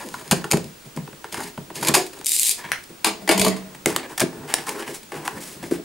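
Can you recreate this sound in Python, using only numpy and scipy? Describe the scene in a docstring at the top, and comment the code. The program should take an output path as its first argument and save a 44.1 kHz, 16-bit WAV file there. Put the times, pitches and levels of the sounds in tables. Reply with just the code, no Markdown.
"""A knife at a taped box

A small knife saws and picks at the tape seal of a cardboard box: noise bursts and stick-slip noise drive resonances.
Its blade ratchets back as a scrape with notch clicks, and it is laid on a wooden table with a clatter of struck modes.
Fingernails pluck the tape and rub the flap. Echoes and a decaying noise tail form a small room;
the close stereo microphones add filtered-noise hiss and a thin sine whistle."""
import sys
import numpy as np
from scipy import signal
from scipy.fft import rfft, irfft, next_fast_len
from scipy.io import wavfile
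from scipy.ndimage import map_coordinates

SR = 44100
rng = np.random.default_rng(int(sys.argv[2]) if len(sys.argv) > 2 else 0)


def dump_mix(stems):
    """Bounce the given channels to the path in sys.argv[1] as a 16-bit WAV at rate SR."""
    frames = np.atleast_2d(stems).T  # one column per channel
    limited = np.clip(frames, -1, 1)  # hard clip at full scale
    pcm = np.round(limited * 32767).astype(np.int16)
    wavfile.write(sys.argv[1], SR, pcm)


N = 257544

# Levels in the tables are relative: each source applies its own gain to them.
# Contacts, blade on tape and card: start_s, tape_db, then card_db, box_db, air_db relative to tape; length_s
BLADE_CUTS = [(0.0618, -35, -11, -9, 4, 0.002), (0.14, -37, 17.5, -13, -8, 0.0036),
              (0.2105, -42, 5, 4, -3, 0.0055), (0.278, -30, -9, -9, 0, 0.0011),
              (0.311, -9, -2, -8, -5, 0.0031), (0.3175, -10.5, -3.5, -11, 1, 0.0037),
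              (0.325, -20.5, 4.5, 4, 2, 0.0047), (0.441, -32, 12, 7, 2.5, 0.0047),
              (0.504, -32, -3, -16, -18, 0.0098), (0.512, -7.5, -11, -18, -16, 0.0028),
              (0.5195, -13, -8, -1, -13, 0.0027), (0.5305, -22.5, 6.5, 7, 7, 0.0059),
              (0.57, -23, -4, 4, 4, 0.0028), (0.642, -34, -14, -12, 1, 0.0028),
              (0.845, -50.5, -3, 5.5, 8, 0.016), (0.9625, -31.5, -14, 4.5, 9, 0.0033),
              (0.972, -37.5, 10, 8, 13, 0.0026), (1.0756, -45, 15.5, 14, 6, 0.0025),
              (1.128, -49, 14, 16, 13, 0.0034), (1.2415, -38.5, 11.5, 9.5, -7, 0.0036),
              (1.323, -29, -4, -7, -13, 0.0055), (1.3425, -29, -4, -1.5, -14, 0.0045),
              (1.371, -36, 10.5, 4, 2, 0.0053), (1.402, -34, 5, -5, -9, 0.006),
              (1.432, -32.5, -10, -5, -5, 0.0078), (1.576, -41, 14, 13.5, 12, 0.0033),
              (1.7, -46.5, 13.5, 15, 12, 0.0055), (1.752, -31, -9, -4.5, -7.5, 0.01),
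              (1.81, -30, -8, -1, -3, 0.0053), (1.8243, -23, 0, -7, -15, 0.0085),
              (1.848, -20, -14, -5, -20, 0.0045), (1.869, -15, -13, -15, -25, 0.0054),
              (1.8836, -8, -7.5, -7, -7, 0.0037), (1.938, -10.5, -2.5, -21, -31, 0.0099),
              (1.947, -11, -1, -12, -36, 0.006), (1.957, -22.5, -1, 0, -22, 0.0098),
              (2.0617, -33.5, -11, -17, -25, 0.0065), (2.13, -39.5, 4, -2, -13, 0.0059),
              (2.189, -33.5, -14, -2, -16, 0.0023)]
# Contacts, fingers and nails on tape and card: start_s, tape_db, card_db, box_db, air_db (relative to tape), length_s
NAIL_PICKS = [(2.578, -39, -3, 0, -16, 0.011), (2.688, -47, 14, 4, 8, 0.002),
              (2.838, -34.5, -19, -21, -19, 0.003), (2.892, -47, -12, 8, 6.5, 0.0063),
              (3.747, -40, 4, 4, -1, 0.0055), (3.8588, -8.5, 1.5, -3, -7, 0.0019),
              (3.872, -25.5, -8, 7, -7, 0.0035), (3.9625, -10.5, 2.5, -8, -22, 0.0021),
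              (4.03, -46, 13.5, 6, -4, 0.0048), (4.095, -47.5, 7, 4, -10, 0.012),
              (4.177, -20.5, -1, -12, -23, 0.0046), (4.1812, -23, -9, -18, -20, 0.0024),
              (4.1965, -17, -6, -20, -33, 0.0036), (4.2035, -9, -9, -11, -31, 0.0023),
              (4.209, -23, 5.5, 2.5, -12, 0.0082), (4.216, -21, 10.5, 4, -7, 0.0033),
              (4.225, -30.5, 0, 14.5, 4, 0.0054), (4.5392, -7, -4.5, -23, -40, 0.0022),
              (4.5835, -27, 9, -3, -11, 0.0026), (4.682, -32.5, 4, -11, -25, 0.007),
              (4.691, -20, -1, -15, -29, 0.0031), (4.876, -36, 9, 2, -7, 0.0057),
              (4.94, -34.5, -21, -14, -28, 0.012), (5.03, -37.5, -17, -9, -13, 0.0037),
              (5.119, -36.5, 12, 6.5, 2, 0.004), (5.25, -32, -1, -14, -18, 0.0089),
              (5.628, -36, 4.5, 17, -6, 0.0032), (5.7105, -34, 3.5, 16.5, 9, 0.0044)]
# Contacts, knife on table: start_s, rattle_db, then handle_db, table_db, lowest_modes_db relative to rattle; length_s
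KNIFE_CLATTER = [(3.0442, -10, -1, -9.5, -20, 0.004), (3.058, -22.5, 4.5, -4, -5.5, 0.012),
                 (3.212, -46, -2, 12.5, 7, 0.01), (3.276, -21, 6, -2, -20, 0.0028),
                 (3.29, -11.5, 4, -0.5, -6, 0.0044), (3.308, -19, 4, -1, -3.5, 0.011),
                 (3.375, -18.5, -7, -3, -7, 0.0059), (3.395, -9, -10, -8, -4, 0.003),
                 (3.413, -13, -7, -1, -8, 0.0042), (3.4458, -14, -8, -0.5, -7, 0.0048),
                 (3.462, -22, 1, 5.5, 3, 0.0071), (3.481, -17, -11, -13, -9, 0.0033),
                 (3.5615, -38.5, 3, -4, 3, 0.0084)]
# Skin and blade rubbing or pressing the box: start_s, length_s, swell_db over the stroke,
# tape_db, card_db, box_db, air_db
RUB_STROKES = [(-.015, .055, -11.5, -34.5, -27, -26, -39), (.05, 0.32, -5.5, -41.5, -42, -40.5, -44.5),
               (.33, 0.09, -11, -42, -33, -33, -31), (.44, 0.035, -13, -39, -32, -34, -42),
               (.54, 0.15, -17, -39, -39, -33.5, -26.5), (.96, .04, -12, -45.5, -40.5, -36, -25.5),
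               (1.24, 0.031, -11.5, -55, -38, -41, -53), (1.315, 0.16, 1.5, -41, -41.5, -40, -49),
               (1.572, .05, -13, -50, -48, -41, -41), (1.74, 0.14, 13, -39, -40.5, -41, -50),
               (1.885, 0.028, -9, -34, -20, -18.5, -19.5), (1.96, .12, -28.5, -16.5, -19, -32, -45),
               (2.12, 0.12, -1.5, -49, -49, -43.5, -54), (2.41, 0.13, -3, -56, -52, -47.5, -60),
               (2.575, 0.042, 1, -47, -37.5, -42, -54), (2.63, 0.067, -1, -47, -35.5, -44, -42),
               (2.89, 0.038, -7, -69, -65, -48, -41), (3.63, 0.17, 0, -59, -51.5, -51, -51),
               (3.87, 0.075, -1, -34, -29.5, -31, -36), (3.97, 0.025, -7.5, -42, -29, -23.5, -45),
               (4.025, 0.032, 0, -50, -38, -39, -46), (4.085, 0.044, -1, -46, -36, -41, -47),
               (4.25, .2, -3.5, -51.5, -42, -37, -41), (4.47, 0.055, 7.5, -44.5, -42, -43, -53),
               (4.55, 0.12, -5.5, -42, -36, -38, -50), (4.66, 0.061, 0, -30.5, -32, -34, -52),
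               (4.74, 0.095, -3, -38, -32.5, -31.5, -52), (4.86, 0.051, 1, -38.5, -34, -31.5, -54),
               (4.93, 0.027, -1.5, -36, -56, -44, -60), (5.112, 0.13, 1.5, -41, -36, -33, -41.5),
               (5.24, 0.037, -0.5, -38, -32, -31.5, -45), (5.3, 0.088, -1, -45, -38.5, -38.5, -39),
               (5.4, 0.066, 0, -39, -48, -44, -45), (5.465, 0.06, 0, -35, -49, -39.5, -46),
               (5.54, .08, -1, -50, -50, -43, -35.5), (5.622, 0.066, -8.5, -37, -37, -29.5, -32),
               (5.705, 0.046, -7.5, -31, -32, -28.5, -33), (5.77, .07, -8, -61, -54, -42, -42)]
# The blade slider dropping into each notch: time_s, level_db, left_minus_right_db
SLIDER_NOTCHES = [(2.2447, -18, 3.0), (2.259, -8, 4.0), (2.2655, -4, 4.5), (2.292, -6, -1),
                  (2.3178, -3.5, 3.5), (2.363, -4, 0), (2.395, -3, 4), (2.431, -1, 1), (2.4923, -3.5, 5.5)]

# Resonances, each table: centre_hz, width_hz, level_db # A comb of bright treble peaks, heard where the blade
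# meets the tape and in the rattle of the laid knife
TREBLE_COMB_MODES = [(2310, 390, -1.5), (4120, 2060, -3.5), (5075, 680, 1), (6700, 660, -1.5), (7700, 730, -2),
                     (8500, 660, 0), (9680, 1200, -1.5), (11300, 1150, -4.5), (13000, 1130, -6),
                     (14400, 1900, -13)]
# The card panel
CARD_MODES = [(785, 102, 1), (960, 105, 4), (1107, 110, 1), (1443, 224, -1), (1850, 390, -2.5),
              (2170, 440, -3.5), (2770, 1180, -9.5)]
# The loose card flap
FLAP_MODES = [(870, 210, 1), (1220, 210, -6.5), (1703, 204, 1), (2210, 440, -1), (3030, 990, -6.5)]
# The box walls
BOX_MODES = [(256, 23, -1), (299.6, 17, 1), (338.4, 21, 3), (384, 19, 0), (417.3, 29.5, 0),
             (465.6, 17.4, -1), (520.7, 30, -4), (645, 36, -4), (705, 41, -9.5)]
# The air inside the box
AIR_MODES = [(77, 38, -15.5), (145.4, 15, -0.5), (174.7, 14.7, -0.5), (221.3, 25.4, -3.5)]
# The lid
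LID_MODES = [(368.4, 32, -0.5), (714, 22, -4.5)]
# The knife handle
HANDLE_MODES = [(826, 150, 1.5), (1087, 173, 1), (1430, 160, -4.5), (1985, 160, -4), (2210, 88, 0),
                (2920, 1800, -10)]
# The blade in the handle
BLADE_MODES = [(1924, 65, 0)]
# The wooden table
TABLE_MODES = [(260, 57, -12), (332, 73, -6), (422.5, 21, 0.5), (457, 28, -2.5), (637, 27, 0),
               (717, 33, -4.5)]
# The table's lowest modes
TABLE_LOW_MODES = [(94, 9, -25), (186, 7.3, 6)]

# Spectra, each table: frequency_hz, density_db (per Hz, relative)
# The loose tape under nails
FILM_SPECTRUM = [(60, -25), (500, -7.5), (1200, -2), (2200, -1), (3500, -4), (5000, -0.5), (6000, -2.5),
                 (7500, -0.5), (9000, 1), (11500, -3.5), (14000, -10), (16000, -8.5)]
# The slider on its rail
RAIL_SPECTRUM = [(710, -76), (1200, -39), (1540, -33), (1630, -27), (2060, -16.5), (2320, -12),
                 (3360, -12.5), (3700, -8.5), (4260, -7.5), (5780, -10.5), (8530, -1), (15000, -12.5),
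                 (16000, -26)]
# Room hush and microphone hiss
HISS_SPECTRUM = [(20, -5.5), (70, -6), (140, -4), (330, -0.5), (600, -6), (1000, -7), (2500, -10.5),
                 (5500, -13.5), (9000, -13.5), (12000, -21), (14000, -20), (16000, -24)]

# Left-right likeness of the hiss: frequency_hz, correlation (1 = the same in both ears)
HISS_LIKENESS = [(60, 0.92), (290, 0.89), (640, 0), (1400, 0), (3100, 0.32), (6800, 0.46), (15000, 1)]
# Left-right likeness of the room tail: frequency_hz, correlation
ROOM_LIKENESS = [(100, 0.95), (500, 0.67), (3000, 0.51), (12000, 0.58)]
# Reverberation time: frequency_hz, t60_s
ROOM_DECAY = [(120, 0.41), (400, 0.32), (1000, 0.25), (5000, 0.29), (15000, 0.13)]
# Reflections from near surfaces: delay_s, left_db, right_db (relative)
NEAR_ECHOES = [(.0024, -8, -23), (.005, -11, -15), (.008, -17, -11.5), (.014, -19.5, -19)]

HISS_DB, WHISTLE_HZ, WHISTLE_DB = -46, 15625, -56  # levels are rms
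TOP_HZ = 15850  # band limit
LET_GO_S = 2.4  # the knife leaves the box
TOUCH_S, LIFT_DB_PER_S = 0.01, 450  # a stroke's rise and fall
UNEVEN_DB, JERKS_DB, JERKS_PER_S = 2, 2.5, 40  # each body's own wavering; the hand's jerks, shared by all
CRACKLES_PER_S, CRACKLE_DB, CRACKLE_SPREAD_DB = 300, -8.5, 3  # fibres letting go; level against the stroke
SLIDE_RISE_S, SLIDE_STOP_DB_PER_S = 0.032, 1807
LOCK_S, LOCK_DB, LOCK_HZ, LOCK_LENGTH_S = 2.7182, -3.5, 1800, 0.00026  # the slider's hard end stop
ROCK_DB, ROCK_DB_PER_S = -8, 116  # rocking after a contact: level against the knock before gains, and fall
BUZZ_DB_PER_S = 296  # fall of the blade's buzz


def amp(db):
    """Logarithmic level: decibels become an amplitude gain."""
    return 10 ** (np.asarray(db) / 20)


def unit(x):
    """Normalisation: the signal is scaled to rms 1."""
    return x / np.sqrt(np.mean(x ** 2) + 1e-20)


def along(points, hz):
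    """Interpolation of (frequency, value) points on a logarithmic frequency axis."""
    f, value = np.transpose(points)
    return np.interp(np.log(hz + 1), np.log(f + 1), value)


def wobble(rate):
    """Slow random modulation: a smooth curve through random knots, rate knots a second."""
    knots = rng.standard_normal(int(N * rate / SR) + 4)
    return map_coordinates(knots, [np.arange(N) * rate / SR])


def filtered(x, response):
    """Linear filtering: the spectrum is multiplied by a complex response of frequency."""
    m = next_fast_len(N + SR // 2)
    return irfft(rfft(x, m) * response(np.fft.rfftfreq(m, 1 / SR)), m)[..., :N]


def unit_gain(h):
    """Power conservation: the response keeps the power of white noise."""
    return h / np.sqrt(np.mean(np.abs(h) ** 2))


def ringing(modes):
    """Modal superposition: damped resonances sum to a causal response that falls away outside their range."""
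    bottom, top = modes[0][0] / 2, 1.3 * modes[-1][0]

    def response(f):
        peaks = 0
        for k, (centre, width, db) in enumerate(modes):
            damping = 1j * f * width
            # alternating signs set the phase between neighbouring modes
            peaks = peaks + (-1) ** k * amp(db) * damping / (centre * centre - f * f + damping)
        low_pass, high_pass = 1 / (1 + 1j * f / top), 1j * f / (bottom + 1j * f)
        return unit_gain(peaks * low_pass * high_pass)

    return response


def tinted(spectrum):
    """Spectral colouring: a smooth response that keeps the power of white noise."""
    return lambda f: unit_gain(amp(along(spectrum, f)))


def pair(mono_pair, alike):
    """Stereo coherence: two unrelated signals mix as sum and difference to a given left-right likeness."""
    def weights(hz):
        angle = np.arccos(np.clip(along(alike, hz), -1, 1)) / 2
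        return np.array([np.cos(angle), np.sin(angle)])

    mid, side = filtered(mono_pair, weights)
    return np.array([mid + side, mid - side])


def bursts(times, dbs, lengths, grit_db):
    """Impulsive force: gritty noise falls 1/e per length; short bursts crack at once, long ones swell."""
    out, t = np.zeros(N + SR), np.arange(SR // 8) / SR
    for start, db, length in zip(times, dbs, np.clip(lengths, .0004, .04)):
        steps = rng.standard_normal(len(t) // 32 + 1)
        grit = amp(grit_db * np.repeat(steps, 32)[:len(t)])
        shape = np.exp(-t / length) * (1 - np.exp(-t * 0.014 / length ** 2))
        noise = grit * rng.standard_normal(len(t))
        out[round(start * SR):][:len(t)] += amp(db) * shape / shape.max() * noise
    return out[:N]


def friction(db, grit_db, rate):
    """Stick-slip force: noise whose strength jumps quickly."""
    strength = amp(grit_db * wobble(rate) + 1.14 * wobble(35))
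    return amp(db) * unit(strength * rng.standard_normal(N))


def strokes(rows, rise_s, fall_db_per_s):
    """Addition of powers: strokes that rise, swell evenly and fall away sum to one dB curve per level column."""
    hop = 32
    t, power = np.arange(0, N, hop) / SR, 1e-12
    for start, length, swell_db, *dbs in rows:
        u, length = t - start, max(length, 1e-3)
        shape_db = swell_db * np.clip(u / length, 0, 1) - fall_db_per_s * np.clip(u - length, 0, 1)
        shape = np.clip(u / rise_s, 0, 1) * amp(shape_db)
        power = power + shape ** 2 * amp(dbs)[:, None] ** 2
    return np.repeat(10 * np.log10(power), hop, axis=1)[:, :N]


def struck(contacts, crackle, bodies, gains_db):
    """Impact excitation: each contact crackles in the treble and rings three bodies at their own strengths."""
    start, db, *rel_db, length = np.transpose(contacts)
    sound = filtered(bursts(start, db + gains_db[0], length, 2.93), crackle)
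    for modes, rel, gain_db in zip(bodies, rel_db, gains_db[1:]):
        force = bursts(start, db + rel + gain_db, 0.74 * length, 2.2)
        sound += filtered(force, ringing(modes))
    return sound


def background():
    """Stationary noise and a pure tone: room hush and microphone hiss with a steady whistle."""
    hush = pair(filtered(rng.standard_normal((2, N)), tinted(HISS_SPECTRUM)), HISS_LIKENESS)
    whistle = np.sin(2 * np.pi * WHISTLE_HZ * np.arange(N) / SR)
    return amp(HISS_DB) * hush + np.sqrt(2) * amp(WHISTLE_DB) * whistle


def box():
    """Coupled resonators: blade, nails and skin drive the tape, card panel or flap, box walls and air inside."""
    uneven = UNEVEN_DB * np.array([wobble(16) for _ in range(4)])
    levels = strokes(RUB_STROKES, TOUCH_S, LIFT_DB_PER_S) + uneven + JERKS_DB * wobble(JERKS_PER_S)
    tape_db, card_db, box_db, air_db = levels

    snaps = (rng.random(N) < CRACKLES_PER_S / SR) * amp(CRACKLE_SPREAD_DB * rng.exponential(size=N))
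    snaps = amp(CRACKLE_DB) * unit(snaps * rng.choice([-1, 1], size=N))

    # the blade drives taut tape until it leaves; then nails drive loose tape
    tape_force = friction(tape_db - 4.0, 1.0, 600) + amp(tape_db) * snaps
    blade = np.arange(N) < LET_GO_S * SR
    rubbing = filtered(tape_force * blade, ringing(TREBLE_COMB_MODES))
    rubbing += filtered(tape_force * ~blade, tinted(FILM_SPECTRUM))

    # the contact wanders between panel and flap
    card_force, spot = friction(card_db - 4.5, 2.3, 250) + amp(card_db) * snaps, wobble(9)
    rubbing += filtered(card_force * np.cos(spot), ringing(CARD_MODES))
    rubbing += filtered(card_force * np.sin(spot), ringing(FLAP_MODES))
    rubbing += filtered(friction(box_db - 4, 1.5, 60), ringing(BOX_MODES))
    rubbing += filtered(friction(air_db - 4.5, 1.9, 40), ringing(AIR_MODES))

    cuts = struck(BLADE_CUTS, ringing(TREBLE_COMB_MODES), (CARD_MODES, BOX_MODES, AIR_MODES), (-2.5, -2.5, 0.0, 0.5))
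    picks = struck(NAIL_PICKS, tinted(FILM_SPECTRUM), (FLAP_MODES, BOX_MODES, AIR_MODES), (-2.3, -2.5, 0.25, 2.5))
    # the lid springs back as the blade pulls free
    lid = filtered(bursts([1.95], [-21], [0.024], 0.81), ringing(LID_MODES))
    return rubbing + cuts + picks + lid


def room(x):
    """Reverberation: near echoes, then a tail whose frequencies die at their own speeds."""
    out, step = np.zeros((2, N + SR)), SR // 5
    # the hands move, so each fifth of a second gets a new tail
    for start in range(0, N, step):
        hz, t, z = signal.stft(rng.standard_normal((2, SR // 2)), SR, nperseg=256)
        decay = amp(-60 * t / along(ROOM_DECAY, hz)[:, None])
        tail = signal.istft(z * decay, SR, nperseg=256)[1]
        tail *= 1 - np.exp(-np.arange(tail.shape[1]) / (0.0024 * SR))  # gradual onset
        wet = signal.fftconvolve(x[None, start:start + step], tail / np.linalg.norm(tail[0]), axes=1)
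        out[:, start:][:, :wet.shape[1]] += wet

    def echoes(f):
        return sum(amp([[left], [right]]) * np.exp(-2j * np.pi * f * delay) for delay, left, right in NEAR_ECHOES)

    return pair(out[:, :N], ROOM_LIKENESS) + amp(-1) * filtered(x, echoes)


def slider():
    """Ratchet: the scrape all but stops as the spring falls into a notch, then builds up again."""
    notch_s, db, pan_db = np.transpose(SLIDER_NOTCHES)
    t = np.arange(N) / SR
    catch_s = notch_s - .0025
    since = t - np.append(0, catch_s)[np.searchsorted(catch_s, t)]
    drag = np.clip(.05 + since / 0.031, 0, 1)
    # one stroke: start_s, length_s, swell_db, level_db
    slide_db, = strokes([(2.25, 0.2667, -0.5, -20.5)], SLIDE_RISE_S, SLIDE_STOP_DB_PER_S)
    scrape = filtered(drag * friction(slide_db, 2.5, 610), tinted(RAIL_SPECTRUM))
    click_force = bursts(notch_s + 0.00071, db - 7.0, np.full(len(notch_s), .0016), 1.3)
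    clicks = filtered(click_force, tinted(RAIL_SPECTRUM))

    u = np.clip(t - LOCK_S, 0, None)
    envelope = np.e * u / LOCK_LENGTH_S * np.exp(-u / LOCK_LENGTH_S)  # peaks at 1
    lock = amp(LOCK_DB) * envelope * np.cos(2 * np.pi * LOCK_HZ * u)
    lock += filtered(bursts([LOCK_S], [LOCK_DB - 9.5], [.001], 1.0), tinted(FILM_SPECTRUM))
    lean = np.interp(t, notch_s, pan_db) / 2
    return (scrape + clicks + lock) * amp([lean, -lean])


def table():
    """Impact and friction: the knife is set down, bounces and rocks to rest, its blade buzzing in the handle."""
    # one stroke: start_s, length_s, swell_db, level_db
    blade_db, = strokes([(3.5, 0.001, -10, -18.5)], TOUCH_S, BUZZ_DB_PER_S)
    rocks = [(start, 0, 0, db + knock_db + ROCK_DB) for start, db, _, knock_db, *_ in KNIFE_CLATTER]
    table_db, = strokes(rocks, TOUCH_S, ROCK_DB_PER_S)
    rocking = filtered(friction(blade_db - 6.5, 3.0, 220), ringing(BLADE_MODES))
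    rocking += filtered(friction(table_db - 9, 1.6, 60), ringing(TABLE_MODES))
    rocking += filtered(friction(table_db - 9.5, 1.6, 40), ringing(TABLE_LOW_MODES))
    rocking += filtered(friction(table_db - 16, 2.5, 200), ringing(HANDLE_MODES))
    bodies = (HANDLE_MODES, TABLE_MODES, TABLE_LOW_MODES)
    return rocking + struck(KNIFE_CLATTER, ringing(TREBLE_COMB_MODES), bodies, (-3.0, -1.5, -1.0, 0.0))


def scene():
    """Superposition: box close in front, hands shifting over it; laid knife to the left, further into the room."""
    near, knife, laid = box(), slider(), table()
    lean_db = .45 + .25 * wobble(6)  # positive leans left
    direct = near * amp([lean_db, -lean_db]) + knife + laid * amp([[1.4], [-1.4]])
    sent = amp(-9.5) * near + amp(-4.0) * knife.mean(0) + amp(-3.5) * laid
    return direct + room(sent) + background()


def record(dry):
    """Soft saturation: the loudest snaps are rounded off, and nothing above the band limit is kept."""
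    clipped = dry / (1 + np.abs(dry / .95) ** 6) ** (1 / 6)
    return filtered(clipped, lambda hz: hz < TOP_HZ)


dry = scene()
out = record(dry)
dump_mix(out)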